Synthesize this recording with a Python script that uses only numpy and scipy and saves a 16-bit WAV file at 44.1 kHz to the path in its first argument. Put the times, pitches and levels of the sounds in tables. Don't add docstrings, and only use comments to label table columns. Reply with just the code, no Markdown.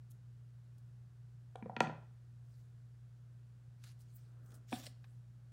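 import sys
import numpy as np
from scipy import signal
from scipy.fft import rfft, irfft, next_fast_len
from scipy.io import wavfile

SR = 44100
rng = np.random.default_rng(int(sys.argv[2]) if len(sys.argv) > 2 else 0)


def digitize_waveform(pressure):
    field = np.atleast_2d(pressure).T
    bounded = np.clip(field, -1, 1)
    quanta = np.round(bounded * 32767).astype(np.int16)
    wavfile.write(sys.argv[1], SR, quanta)


N = 243431
TIME = np.arange(N) / SR

# [f/Hz, rms level/dB]
HUM_LINES = [(59.3, -74), (119.9, -56), (177.8, -83)]
# [f/Hz, level/dB per Hz]
AIR_SPECTRUM = [(25, -119), (50, -103), (75, -89), (105, -89), (135, -82), (175, -95.5), (260, -104),
                (450, -109.5), (1000, -115.5), (1550, -114), (2200, -121), (5000, -124), (9000, -127),
                (12000, -133), (16000, -135)]

# [f/Hz, level/dB per Hz]
PAPER_COLOUR = [(400, -16.5), (750, -7), (1100, -5), (1500, 0), (2400, -0.5), (3500, 0), (5500, -2),
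                (8000, -4.5), (11000, -11), (13000, -18), (15500, -15)]
# [peak t/s, level/dB, rise/s, fall/s, tilt/dB per octave]
PAPER_BRUSHES = [(0.113, -61.5, 0.01, 0.0093, 11.5), (2.585, -84, .17, 0.11, 5.5),
                 (3.885, -66.5, 0.068, 0.041, 1), (4.010, -72.5, 0.021, 0.025, 8),
                 (4.168, -65.5, 0.024, 0.009, 19.5), (4.165, -80.5, 0.14, 0.18, 3.5),
                 (4.485, -80, .06, 0.065, 13), (4.549, -67, 0.014, 0.024, 9.5),
                 (4.689, -74, 0.011, 0.016, 0.5), (5.100, -85.5, 0.12, 0.13, 8.5)]
STROKE_FADE_DB, STROKE_ROUNDNESS = 13.5, 1.58
SILENT_DB = -140
# [t/s, level/dB, tilt/dB per octave]
TACKY_SNAPS = [(0.781, -72, 7), (3.838, -55, 0.5), (4.46, -70.5, 11), (4.505, -69, 7), (4.518, -66, 3),
               (4.835, -57, -3), (5.041, -62.5, -6)]

REGISTER_CENTRES = [230, 750, 2300]
# [t/s, level/dB, extra thump level/dB, extra clack level/dB, contact bandwidth f/Hz]
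PAD_DABS = [(1.5550, -1.5, -7, -3.5, 2264), (1.5578, -11.5, -7, 11, 8920), (1.6252, -10, 6, 14, 1800),
            (1.6590, -5, 4, 6, 1900), (1.6960, 0, -14, 0, 1407)]
# [f/Hz, width f/Hz, level/dB]
PAD_MODES = [(214, 51, 2.5), (503, 63, -1.5), (765, 89, -2.5), (1004, 120, -7.5), (1356, 240, -20.5),
             (1735, 120, -24.5), (1868, 100, -26.5), (2360, 180, -20), (3220, 280, -29), (3900, 520, -28.5),
             (5840, 830, -39), (9000, 1200, -41.5)]
# [t/s, level/dB, extra thump level/dB, extra clack level/dB, contact bandwidth f/Hz]
BLOCK_BLOWS = [(1.7651, -2, 7, 6.5, 4240), (1.8048, 17.5, -2, -2, 10500), (1.8105, 2.5, 4, -4.5, 1600),
               (1.8705, -12, 18.5, 8, 3430), (1.8945, -1, -2, -4, 1410)]
# [f/Hz, width f/Hz, level/dB]
BLOCK_MODES = [(152.5, 10, 0.5), (230.6, 18, 3), (333.2, 88, -3.5), (460, 120.6, -3.5), (592, 67, -0.5),
               (767, 50, 3.5), (968, 59, 1.5), (1380, 80, -4), (1910, 200, -6.5), (2361, 110, -9),
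               (2532, 130, -5.5), (3320, 670, -16.5), (3840, 280, -20.5), (4098, 93, -18.5),
               (4520, 210, -19.5), (5180, 230, -24.5), (6180, 710, -24.5), (8450, 970, -33),
               (9600, 700, -36.5), (12000, 2200, -41)]

# [peak t/s, level/dB, rise/s, fall/s]
HAND_STROKES = [(4.500, -72, 0.3, 0.16), (4.524, -71.5, 0.015, 0.063)]
# [f/Hz, level/dB per Hz]
HAND_SPECTRUM = [(80, -39), (200, 1), (350, -6), (600, -7), (900, -19.5), (1400, -10), (2200, -28),
                 (15000, -88)]

# [t/s, level/dB]
SLIDE_LEVEL = [(4.665, -97), (4.685, -72), (4.741, -55.5), (4.821, -62.5), (4.853, -62), (4.869, -51.5),
               (4.881, -68.5), (4.95, -98)]
# [f/Hz, width f/Hz, level/dB over the friction]
CARD_EDGE_MODES = [(580, 93, 24), (715, 34, 11), (3500, 3600, -5), (5652, 180, 3.5)]
SLIDE_TILT_DB, SLIDE_THINNING = 2, 0.124
# [t/s, level/dB, extra thump level/dB, extra clack level/dB, contact bandwidth f/Hz]
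FLICK_BLOWS = [(4.7203, 3.8, 1.5, -2, 910), (4.7268, 9.9, 0, 8.5, 3380), (4.7295, 2.3, 13.5, -27, 2000)]
# [f/Hz, width f/Hz, level/dB]
CARD_MODES = [(250, 24.7, 1), (362, 42, -12), (542, 40, -6), (737, 24.5, 0), (875, 136, -11.5),
              (1256, 110, -21), (1497, 33, -18), (1720, 88, -21.5), (2290, 85, -20), (2506, 71, -18),
              (3460, 260, -23), (4900, 400, -43)]

# [delay t/s, gain]
EARLY_ECHOES = [(.0021, 0.14), (.0042, .28), (.0094, .12)]
# [f/Hz, t60/s]
ROOM_DECAY = [(150, 0.3), (400, 0.48), (900, 0.38), (1450, 0.49), (1950, 0.32), (2700, 0.46), (6000, 0.32),
              (12000, 0.1)]
# [f/Hz, level/dB]
ROOM_STRENGTH = [(120, 3), (300, -9.5), (600, -8.5), (1000, -11), (1400, -0.5), (2000, -13), (2600, -14),
                 (5500, -10.5), (12000, -9)]
CUTOFF_HZ = 15800


def from_db(db):
    return 10 ** (np.asarray(db) / 20)


def rms_one(x):
    return x / np.sqrt(np.mean(x ** 2) + 1e-20)


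def at_hz(points, hz):
    f, value = np.transpose(points)
    return np.interp(np.log(np.maximum(hz, 1)), np.log(f), value)


def band(x, low, high):
    return signal.sosfilt(signal.butter(2, [low, high], "band", fs=SR, output="sos"), x)


def add(track, s, sound):
    start = int(round(s * SR))
    track[start:start + len(sound)] += sound[:N - start]


def hum(level_db):
    total = np.zeros(N)
    for hz, db in HUM_LINES:
        phase = rng.random()
        total += np.sqrt(2) * from_db(db) * np.sin(2 * np.pi * (hz * TIME + phase))
    return from_db(level_db) * total


def coloured_noise(spectrum):
    size = next_fast_len(N)
    gain = from_db(at_hz(spectrum, np.fft.rfftfreq(size, 1 / SR))) * np.sqrt(SR / 2)
    return irfft(rfft(rng.standard_normal(size)) * gain, size)[:N]


def swell(s, peak_db, rise, fall):
    away = np.maximum((s - TIME) / rise, (TIME - s) / fall)
    level = peak_db - STROKE_FADE_DB * np.abs(away) ** STROKE_ROUNDNESS
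    return from_db(np.maximum(level, SILENT_DB))


def flicker(per_s):
    steps = rng.standard_normal(4000)
    return np.interp(TIME * per_s, np.arange(len(steps)), steps)


def paper(drive, tilt_db, patchy_db):
    edges = np.geomspace(400, 17000, 19)
    out, power = 0, 0
    for k, (low, high) in enumerate(zip(edges, edges[1:])):
        hz = np.sqrt(low * high)
        gain = from_db(at_hz(PAPER_COLOUR, hz) + tilt_db * np.log2(hz / edges[-1]))
        flutter = from_db(patchy_db * flicker(per_s=38))
        out = out + gain * flutter * band(drive[k % 2] + 1e-18, low, high)
        power = power + gain ** 2 * (high - low) / (SR / 2)
    return out / np.sqrt(power)


def rubbing(gain, tilt_db, catches_per_s, spread_db, hiss_db):
    caught = rng.random(N) < catches_per_s / SR
    grains = caught * from_db(spread_db * np.minimum(rng.exponential(1, N), 3))
    grip = rms_one(np.hypot(rms_one(grains), from_db(hiss_db)))
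    return paper(gain * grip * rng.standard_normal((2, N)), tilt_db, patchy_db=4.0)


def fingers():
    strokes = [swell(s, db, rise, fall) for s, db, rise, fall, _ in PAPER_BRUSHES]
    power = np.array(strokes) ** 2
    total = power.sum(axis=0)
    tilt = np.array(PAPER_BRUSHES)[:, -1] @ power / total
    return rubbing(np.sqrt(total), tilt, catches_per_s=700, spread_db=1.5, hiss_db=2.0)


def snaps(t60):
    force = np.zeros(N)
    fade = from_db(-60 * TIME[:SR // 10] / t60)
    for s, db, _ in TACKY_SNAPS:
        add(force, s, from_db(db) * fade)
    times, _, tilts = np.transpose(TACKY_SNAPS)
    tilt = np.interp(TIME, times, tilts)
    return paper(force * rng.standard_normal((2, N)), tilt, patchy_db=0.0)


def resonate(x, hz, width):
    r, w = np.exp(-np.pi * width / SR), 2 * np.pi * hz / SR
    return signal.lfilter([0, 2 * (1 - r) * np.sin(w)], [1, -2 * r * np.cos(w), r * r], x)


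def strike(blows, modes, scatter_db):
    out = np.zeros(N)
    chance = rng.standard_normal((len(blows), len(modes)))
    for (s, level, thump, clack, contact_hz), luck in zip(blows, chance):
        contact = signal.butter(3, min(contact_hz, SR / 2 - 1), fs=SR, output="sos")
        force = signal.sosfilt(contact, signal.unit_impulse(SR // 4) + 1e-18)
        shares = list(zip(REGISTER_CENTRES, [thump, 0, clack]))
        for k, (hz, width, db) in enumerate(modes):
            gain = from_db(level + db + at_hz(shares, hz) + scatter_db * luck[k])
            sense = (-1) ** k
            add(out, s, sense * gain * resonate(force, hz, width))
    return out


def radiate(x, lowest_hz):
    return signal.sosfilt(signal.butter(3, lowest_hz, "high", fs=SR, output="sos"), x)


def ink_dabs():
    return radiate(strike(PAD_DABS, PAD_MODES, scatter_db=5.66), lowest_hz=116)


def block_landing():
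    return radiate(strike(BLOCK_BLOWS, BLOCK_MODES, scatter_db=-0.58), lowest_hz=114)


def hand():
    return sum(swell(*touch) for touch in HAND_STROKES) * rms_one(coloured_noise(HAND_SPECTRUM))


def sliding_card():
    s, db = np.transpose(SLIDE_LEVEL)
    level = np.interp(TIME, s, db, left=SILENT_DB, right=SILENT_DB)
    tilt = SLIDE_TILT_DB + SLIDE_THINNING * (db.max() - level)
    friction = rubbing(from_db(level), tilt, catches_per_s=840, spread_db=1.5, hiss_db=1.0)
    edge = sum(from_db(db) * resonate(friction, hz, width) for hz, width, db in CARD_EDGE_MODES)
    return friction + edge


def card_flicks():
    return radiate(strike(FLICK_BLOWS, CARD_MODES, scatter_db=1.0), lowest_hz=122)


def early_echoes(x, dull_hz):
    out = np.zeros(N)
    dull = signal.sosfilt(signal.butter(1, dull_hz, fs=SR, output="sos"), x)
    for delay, gain in EARLY_ECHOES:
        add(out, delay, gain * dull)
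    return out


def room(x, gap_s, build_s):
    t, edges = TIME[:SR], np.geomspace(90, 17000, 16)
    onset, response = np.clip((t - gap_s) / build_s, 0, 1), 0
    for low, high in zip(edges, edges[1:]):
        hz = np.sqrt(low * high)
        decay = from_db(-60 * t / at_hz(ROOM_DECAY, hz))
        tail = band(rng.standard_normal(len(t)), low, high) * onset * decay
        even = np.sqrt((high - low) / (SR / 2) / np.sum(tail ** 2))
        response = response + tail * from_db(at_hz(ROOM_STRENGTH, hz)) * even
    return signal.fftconvolve(x, response)[:N]


def scene():
    background = hum(level_db=0.5) + coloured_noise(AIR_SPECTRUM)
    handling = fingers() + snaps(t60=0.045) + hand() + sliding_card()
    dabs, block, card = ink_dabs(), block_landing(), card_flicks()
    knocks = dabs + block + card
    sent = block + from_db(1.5) * dabs + from_db(-3.0) * card + from_db(-3.5) * handling
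    wet = room(sent, gap_s=.007, build_s=.008)
    return (knocks + early_echoes(knocks, dull_hz=3508) + handling + wet + background)[None]


def record(dry):
    dry = signal.sosfilt(signal.butter(2, 35, "high", fs=SR, output="sos"), dry)
    return signal.sosfilt(signal.ellip(10, .1, 70, CUTOFF_HZ, fs=SR, output="sos"), dry)


dry = scene()
out = record(dry)
digitize_waveform(out)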